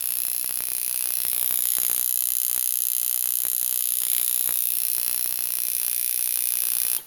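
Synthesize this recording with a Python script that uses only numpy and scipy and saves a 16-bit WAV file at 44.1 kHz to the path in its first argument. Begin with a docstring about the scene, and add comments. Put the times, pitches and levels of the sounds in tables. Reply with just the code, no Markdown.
"""In a small room, a coil tattoo machine buzzes in a hand close by, is turned to face the listener and back,
then switched off. About 61 to 62 times a second the armature bar snaps onto the coil core: impulses with
rebounds ring steel resonances into a bright click, over a dull low pulse with each click, of uneven strength.
Turning changes which resonances face the listener; the needle rattles briefly at three moments.
The spring lets go with a faint ping and thud; a desk echo, noise reverberation and room tone surround it."""
import sys
import numpy as np
from scipy import signal
from scipy.fft import rfft, irfft
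from scipy.io import wavfile
from scipy.ndimage import uniform_filter1d

SR = 44100
rng = np.random.default_rng(int(sys.argv[2]) if len(sys.argv) > 2 else 0)


def inscribe(sig):
    """Save sig as 16-bit PCM at rate SR to the path in sys.argv[1].

    A 1-D sig is mono; a 2-D sig holds one channel per row.
    Samples are clipped to [-1, 1] before scaling.
    """
    pcm = np.round(np.clip(np.atleast_2d(sig).T, -1, 1) * 32767)
    wavfile.write(sys.argv[1], SR, pcm.astype(np.int16))


N = 311649
TIME = np.arange(N) / SR
SWITCH_OFF_S, ROOM_T60_S = 6.974, 0.34

# Armature speed. Each row: time in seconds, strokes per second.
STROKE_RATE = [(0.0, 61.67), (0.5, 62.2), (0.9, 61.93), (1.4, 61.94), (1.95, 61.47), (2.5, 62.01),
               (3.0, 61.77), (3.5, 61.85), (4.0, 61.55), (4.5, 61.16), (5.0, 61.22), (5.5, 61.19),
               (6.0, 60.92), (6.5, 60.83), (7.0, 60.82)]
# Strength of the click. 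Each row: time in seconds, relative level in dB.
CLICK_LEVEL = [(0.03, -29.5), (0.1, -27.5), (0.6, -29.5), (1.67, -25), (4.03, -26.5), (4.12, -25),
               (5.23, -27), (5.33, -28.5), (5.75, -27), (6.9, -25.5)]
# How the machine is held. Each row: time in seconds, facing (0 side on, 1 slanted, 2 three-quarter,
# 3 end on; values above 3 count as end on in the steel), lag of the echo off the hand in ms.
HAND_POSE = [(0, 1.44, 0.44), (1.0, 0.3, 0.45), (1.4, 1.64, 0.54), (1.75, 3.1, 0.55), (2.1, 3.86, .70),
             (2.6, 3.72, 0.65), (3.55, 3.7, 0.69), (3.9, 2.74, 0.64), (4.15, 2.58, .52), (4.5, 2.56, 0.517),
             (4.85, 0.89, 0.486), (5.3, 1.03, 0.48), (5.9, 0.22, 0.53), (7.0, 0.34, 0.53)]
# Resonances of steel frame, bar and springs. Each row: centre in Hz, width in Hz, then relative levels
# in dB radiated side on, slanted, three-quarter and end on.
STEEL_MODES = [(2585, 208, 12.5, 7.5, 12, 2), (2804, 475, 5, 5.5, 9.5, 2.5), (3583, 244, 2.5, -5.5, 4, -3),
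               (4003, 67, -1, 6.5, -2, 5.5), (4850, 1130, -1, -3, -3.5, -6.5), (5496, 295, 4, 6.5, -27, -3),
               (6414, 860, 3, 0, -21, 6), (7130, 1270, 1.5, 2.5, 7.5, 9.5), (9340, 740, 7, -2.5, 4.5, 0),
               (9887, 55, 16, 15, 16, 14.5), (10880, 680, 14, 11, 12.5, 11), (11295, 363, 17, 19, 21.5, 20),
               (12450, 890, 18, 17, 22.5, 16.5), (12740, 460, 9, 20, 16.5, 20),
               (14660, 950, 12, 11, 3, 9.5), (15040, 690, 15, 11, 16.5, -8), (16430, 430, 1, 15.5, 17.5, 6),
               (16700, 1300, -10, 5, 18, -15)]


def from_db(db):
    """Decibels to amplitude gain."""
    return 10 ** (np.asarray(db) / 20)


def curve(rows, t):
    """Columns of a table interpolated at the times t."""
    s, *columns = np.transpose(rows)
    return [np.interp(t, s, column) for column in columns]


def unit_energy(x):
    """Scale a response to energy 1."""
    return x / np.sqrt(np.sum(x ** 2))


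def coloured_noise(spectrum, size):
    """Noise of rms 1, its spectrum interpolated in dB over log frequency."""
    hz, db = np.transpose(spectrum)
    grid_hz = np.maximum(np.fft.rfftfreq(size, 1 / SR), 1)
    gain = from_db(np.interp(np.log(grid_hz), np.log(hz), db))
    x = irfft(rfft(rng.standard_normal(size)) * gain, size)
    return x / x.std()


def clicks(times, sizes):
    """Impulses placed between the samples by a windowed sinc."""
    at = times[:, None] * SR
    taps = np.floor(at).astype(int) + np.arange(-11, 13)
    window = np.cos(np.pi * (taps - at) / 24) ** 2
    shape = np.sinc(taps - at) * window
    return np.bincount(np.clip(taps, 0, N - 1).ravel(), (sizes[:, None] * shape).ravel(), N)


def resonate(x, hz, width_hz):
    """One two-pole resonance, gain about 1 at its top."""
    r = np.exp(-np.pi * width_hz / SR)
    b = (1 - r * r) / 2 * np.array([1, 0, -1])
    a = [1, -2 * r * np.cos(2 * np.pi * hz / SR), r * r]
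    keep_alive = 1e-18 * (-1) ** np.arange(len(x))  # avoids slow denormal numbers
    return signal.lfilter(b, a, x + keep_alive)


def evened(x):
    """Hold the rms near 1 over about 0.2 s; the gain freezes at switch-off."""
    power = x[TIME < SWITCH_OFF_S] ** 2
    for _ in range(2):
        power = uniform_filter1d(power, size=5000)
    return x / np.sqrt(np.pad(power, (0, N - len(power)), "edge") + 1e-12)


def stroke_times(first_stroke_s=.0081, jitter_ms=0.042):
    """The contact breaks once a cycle, never at quite the same instant."""
    cycles = np.cumsum(curve(STROKE_RATE, TIME)[0]) / SR
    cycles -= np.interp(first_stroke_s, TIME, cycles)
    last_cycle = int(np.interp(SWITCH_OFF_S, TIME, cycles))
    times = np.interp(np.arange(last_cycle + 1), cycles, TIME)
    return times + jitter_ms * rng.standard_normal(len(times)) / 1000


def armature(times, hit_uneven_db=.5, rebound_uneven=.15, rebound_wander=0.029, hand_echo=0.22):
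    """Force of each hit and its rebounds, the later ones less punctual, with their echo off the hand."""
    # Contacts as bar and needle settle. Each row: delay after the hit in ms, level below the hit in dB.
    rebounds = [(0.196, -5.5), (0.853, -11), (1.301, -16.5), (2.7, -16), (3.3, -17)]
    sizes = from_db(hit_uneven_db * rng.standard_normal(len(times)))
    lag_s = curve(HAND_POSE, times)[1] / 1000
    force = clicks(times, sizes) + clicks(times + lag_s, hand_echo * sizes)
    for delay_ms, db in rebounds:
        late, strong = rng.standard_normal((2, len(times)))
        at_s = times + delay_ms * (1 + rebound_wander * late) / 1000
        size = sizes * from_db(db) * (1 + rebound_uneven * strong)
        force += clicks(at_s, size) + clicks(at_s + lag_s, hand_echo * size)
    return force


def steel(force):
    """Steel resonances ring, each as loud as it faces the listener, over the frame's faint long rings."""
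    # Rings of frame and grip. Each row: centre in Hz, width in Hz, relative level in dB.
    frame_modes = [(490.5, 4, -14), (610, 39, -18.5), (973, 130, -21), (1328, 70, -10.5), (1610, 93, -17.5),
                   (2020, 94, -2.5), (2500, 58, -27.5), (3160, 96, -1)]
    facing = curve(HAND_POSE, TIME)[0]
    out = np.zeros(N)
    for k, (hz, width_hz, *facing_db) in enumerate(STEEL_MODES):
        gain = np.interp(facing, np.arange(len(facing_db)), from_db(facing_db))
        out += (-1) ** k * resonate(force, hz, width_hz) * gain  # neighbours in opposite sign
    for hz, width_hz, db in frame_modes:
        out += from_db(db) * resonate(force, hz, width_hz)
    return evened(out)


def low_pulse(times, level_db=3, flip=0.25, steady_above_db=-48, steadying_per_db=.15, lag_ms=.25):
    """A dull low pulse with each click: its sign varies in short runs when weak, holds when strong."""
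    # Each row: time in seconds, strength in dB before level_db.
    pulse_level = [(0.0, -52), (0.69, -47), (0.79, -52.5), (1.55, -45), (1.72, -57), (1.78, -44),
                   (1.97, -43.5), (2.11, -58), (2.54, -51.5), (2.55, -46.5), (2.75, -64.5), (3.29, -49),
                   (3.33, -66), (3.42, -50.5), (3.89, -56), (4.12, -48), (4.45, -51), (4.49, -41),
                   (4.63, -59.5), (5.09, -47.5), (6.19, -54.5), (6.95, -49)]
    # Brief changes in the level of the low pulse. Each row: middle in seconds, change in dB.
    level_bumps = [(2.57, 5), (3.455, 5.5), (4.49, -1.5), (6.85, 3)]
    # Unevenness from stroke to stroke. Each row: time in seconds, standard deviation in dB.
    spread = [(0, 5.5), (3.5, 4.5), (7, 3)]
    bump_s = 0.019
    run, chance, strong = rng.standard_normal((3, len(times)))
    strength_db = curve(pulse_level, TIME)[0]
    for middle_s, db in level_bumps:
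        strength_db = strength_db + db * np.exp(-((TIME - middle_s) / bump_s) ** 2)
    excess_db = np.maximum(np.interp(times, TIME, strength_db) - steady_above_db, 0)
    sign = np.sign(uniform_filter1d(run, size=9) + flip * chance + steadying_per_db * excess_db)
    train = clicks(times + lag_ms / 1000, sign * from_db(curve(spread, times)[0] * strong))
    band = signal.butter(2, [45, 3200], "band", fs=SR, output="sos")
    return evened(signal.sosfilt(band, train)) * from_db(strength_db + level_db)


def rattle(times, lag_ms=0.606, loose_ms=0.054, uneven_db=2):
    """The needle taps its tube just after each stroke, loosely timed, audible while the machine is tipped."""
    # Each row: middle in seconds, half length in seconds, peak level in dB.
    rattles = [(1.45, 0.24, -43), (1.86, 0.12, -41.5), (4.15, .11, -40)]
    # Needle and tube resonances. Each row: centre in Hz, width in Hz, relative level in dB.
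    tube_modes = [(2150, 330, -1.5), (3330, 480, 0), (4880, 99, 1.5)]
    late, strong = rng.standard_normal((2, len(times)))
    taps = clicks(times + (lag_ms + loose_ms * late) / 1000, from_db(uneven_db * strong))
    ringing, swell = np.zeros(N), np.zeros(N)
    for k, (hz, width_hz, db) in enumerate(tube_modes):
        ringing += (-1) ** k * from_db(db) * resonate(taps, hz, width_hz)
    for middle_s, half_s, db in rattles:
        swell += from_db(db) * np.exp(-((TIME - middle_s) / half_s) ** 2)
    return evened(ringing) * swell


def release(at_s=6.982, thud_db=-48):
    """The spring swings back against the contact screw: a ping over a soft thud dying away in the room."""
    # Ringing parts. Each row: centre in Hz, width in Hz, gain in dB.
    ping_modes = [(130, 10, -3), (374, 20, 3), (870, 50, 1), (3220, 56, 11)]
    # Colour of the thud. Each row: frequency in Hz, relative level in dB per Hz.
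    thud_colour = [(60, -4), (400, -0.5), (1000, -2), (3000, -6), (6000, -22)]
    tap = clicks(np.array([at_s]), np.ones(1))
    ping = sum(from_db(db) * resonate(tap, hz, width_hz) for hz, width_hz, db in ping_modes)
    decay_db = -60 * np.maximum(TIME - at_s, 0) / ROOM_T60_S
    fade = (TIME > at_s) * from_db(thud_db + decay_db)
    return ping + fade * coloured_noise(thud_colour, N)


def desk_echo(direct, delay_ms=6.4, level_db=-16):
    """One delayed, weaker copy of the clicks off the desk."""
    return from_db(level_db) * np.pad(direct, (int(delay_ms * SR / 1000), 0))[:N]


def room(times, level_db=-5, near_db=5, near_t60_s=0.034, build_s=0.00075):
    """Fast near decay plus slow wall decay; each way of facing sends the clicks along other paths."""
    # Colour of the room's answer. Each row: frequency in Hz, relative level in dB per Hz.
    room_colour = [(100, -28.5), (500, -26.5), (1800, -20), (2600, -12.5), (4000, -8), (5500, -13.5),
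                   (7000, -10), (8400, -17.5), (9400, -4), (10400, 2.5), (11300, 3.5), (13000, 0),
                   (14400, 2.5), (15600, -12), (16600, -3)]
    facing, t = curve(HAND_POSE, times)[0], TIME[:SR // 2]
    # Root of samples per stroke: the train's rms follows CLICK_LEVEL at any rate.
    sizes = from_db(curve(CLICK_LEVEL, times)[0]) * np.sqrt(SR / curve(STROKE_RATE, times)[0])
    walls = from_db(-60 * t / ROOM_T60_S)
    near = from_db(near_db - 60 * t / near_t60_s)
    fade = (walls + near) * (1 - np.exp(-(t / build_s) ** 2))
    out = np.zeros(N)
    for way in range(len(STEEL_MODES[0]) - 2):
        share = np.sqrt(np.clip(1 - np.abs(facing - way), 0, 1))
        response = unit_energy(coloured_noise(room_colour, len(t)) * fade)
        out += signal.fftconvolve(clicks(times, sizes * share), response)[:N]
    return from_db(level_db) * out


def room_tone(level_db=-50):
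    """Steady coloured noise."""
    # Each row: frequency in Hz, relative level in dB per Hz.
    hush_colour = [(20, -3.5), (80, -13), (200, -19.5), (600, -20.5), (2000, -14.5), (16000, -11)]
    return from_db(level_db) * coloured_noise(hush_colour, N)


def scene(click_db=1.5):
    """The machine, its echo off the desk, the room and the room tone."""
    times = stroke_times()
    direct = steel(armature(times)) * from_db(curve(CLICK_LEVEL, TIME)[0] + click_db)
    machine = direct + low_pulse(times) + rattle(times) + release()
    return (machine + desk_echo(direct) + room(times) + room_tone())[None]


def record(dry, dip_hz=7950, dip_width_hz=1180, cutoff_hz=17300):
    """The microphone port cancels one treble band; a steep low-pass cuts the top."""
    b, a = signal.iirnotch(dip_hz, dip_hz / dip_width_hz, fs=SR)
    dipped = signal.lfilter(b, a, dry)
    low_pass = signal.ellip(10, .2, 70, cutoff_hz, fs=SR, output="sos")
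    return signal.sosfilt(low_pass, dipped)


dry = scene()
out = record(dry)
inscribe(out)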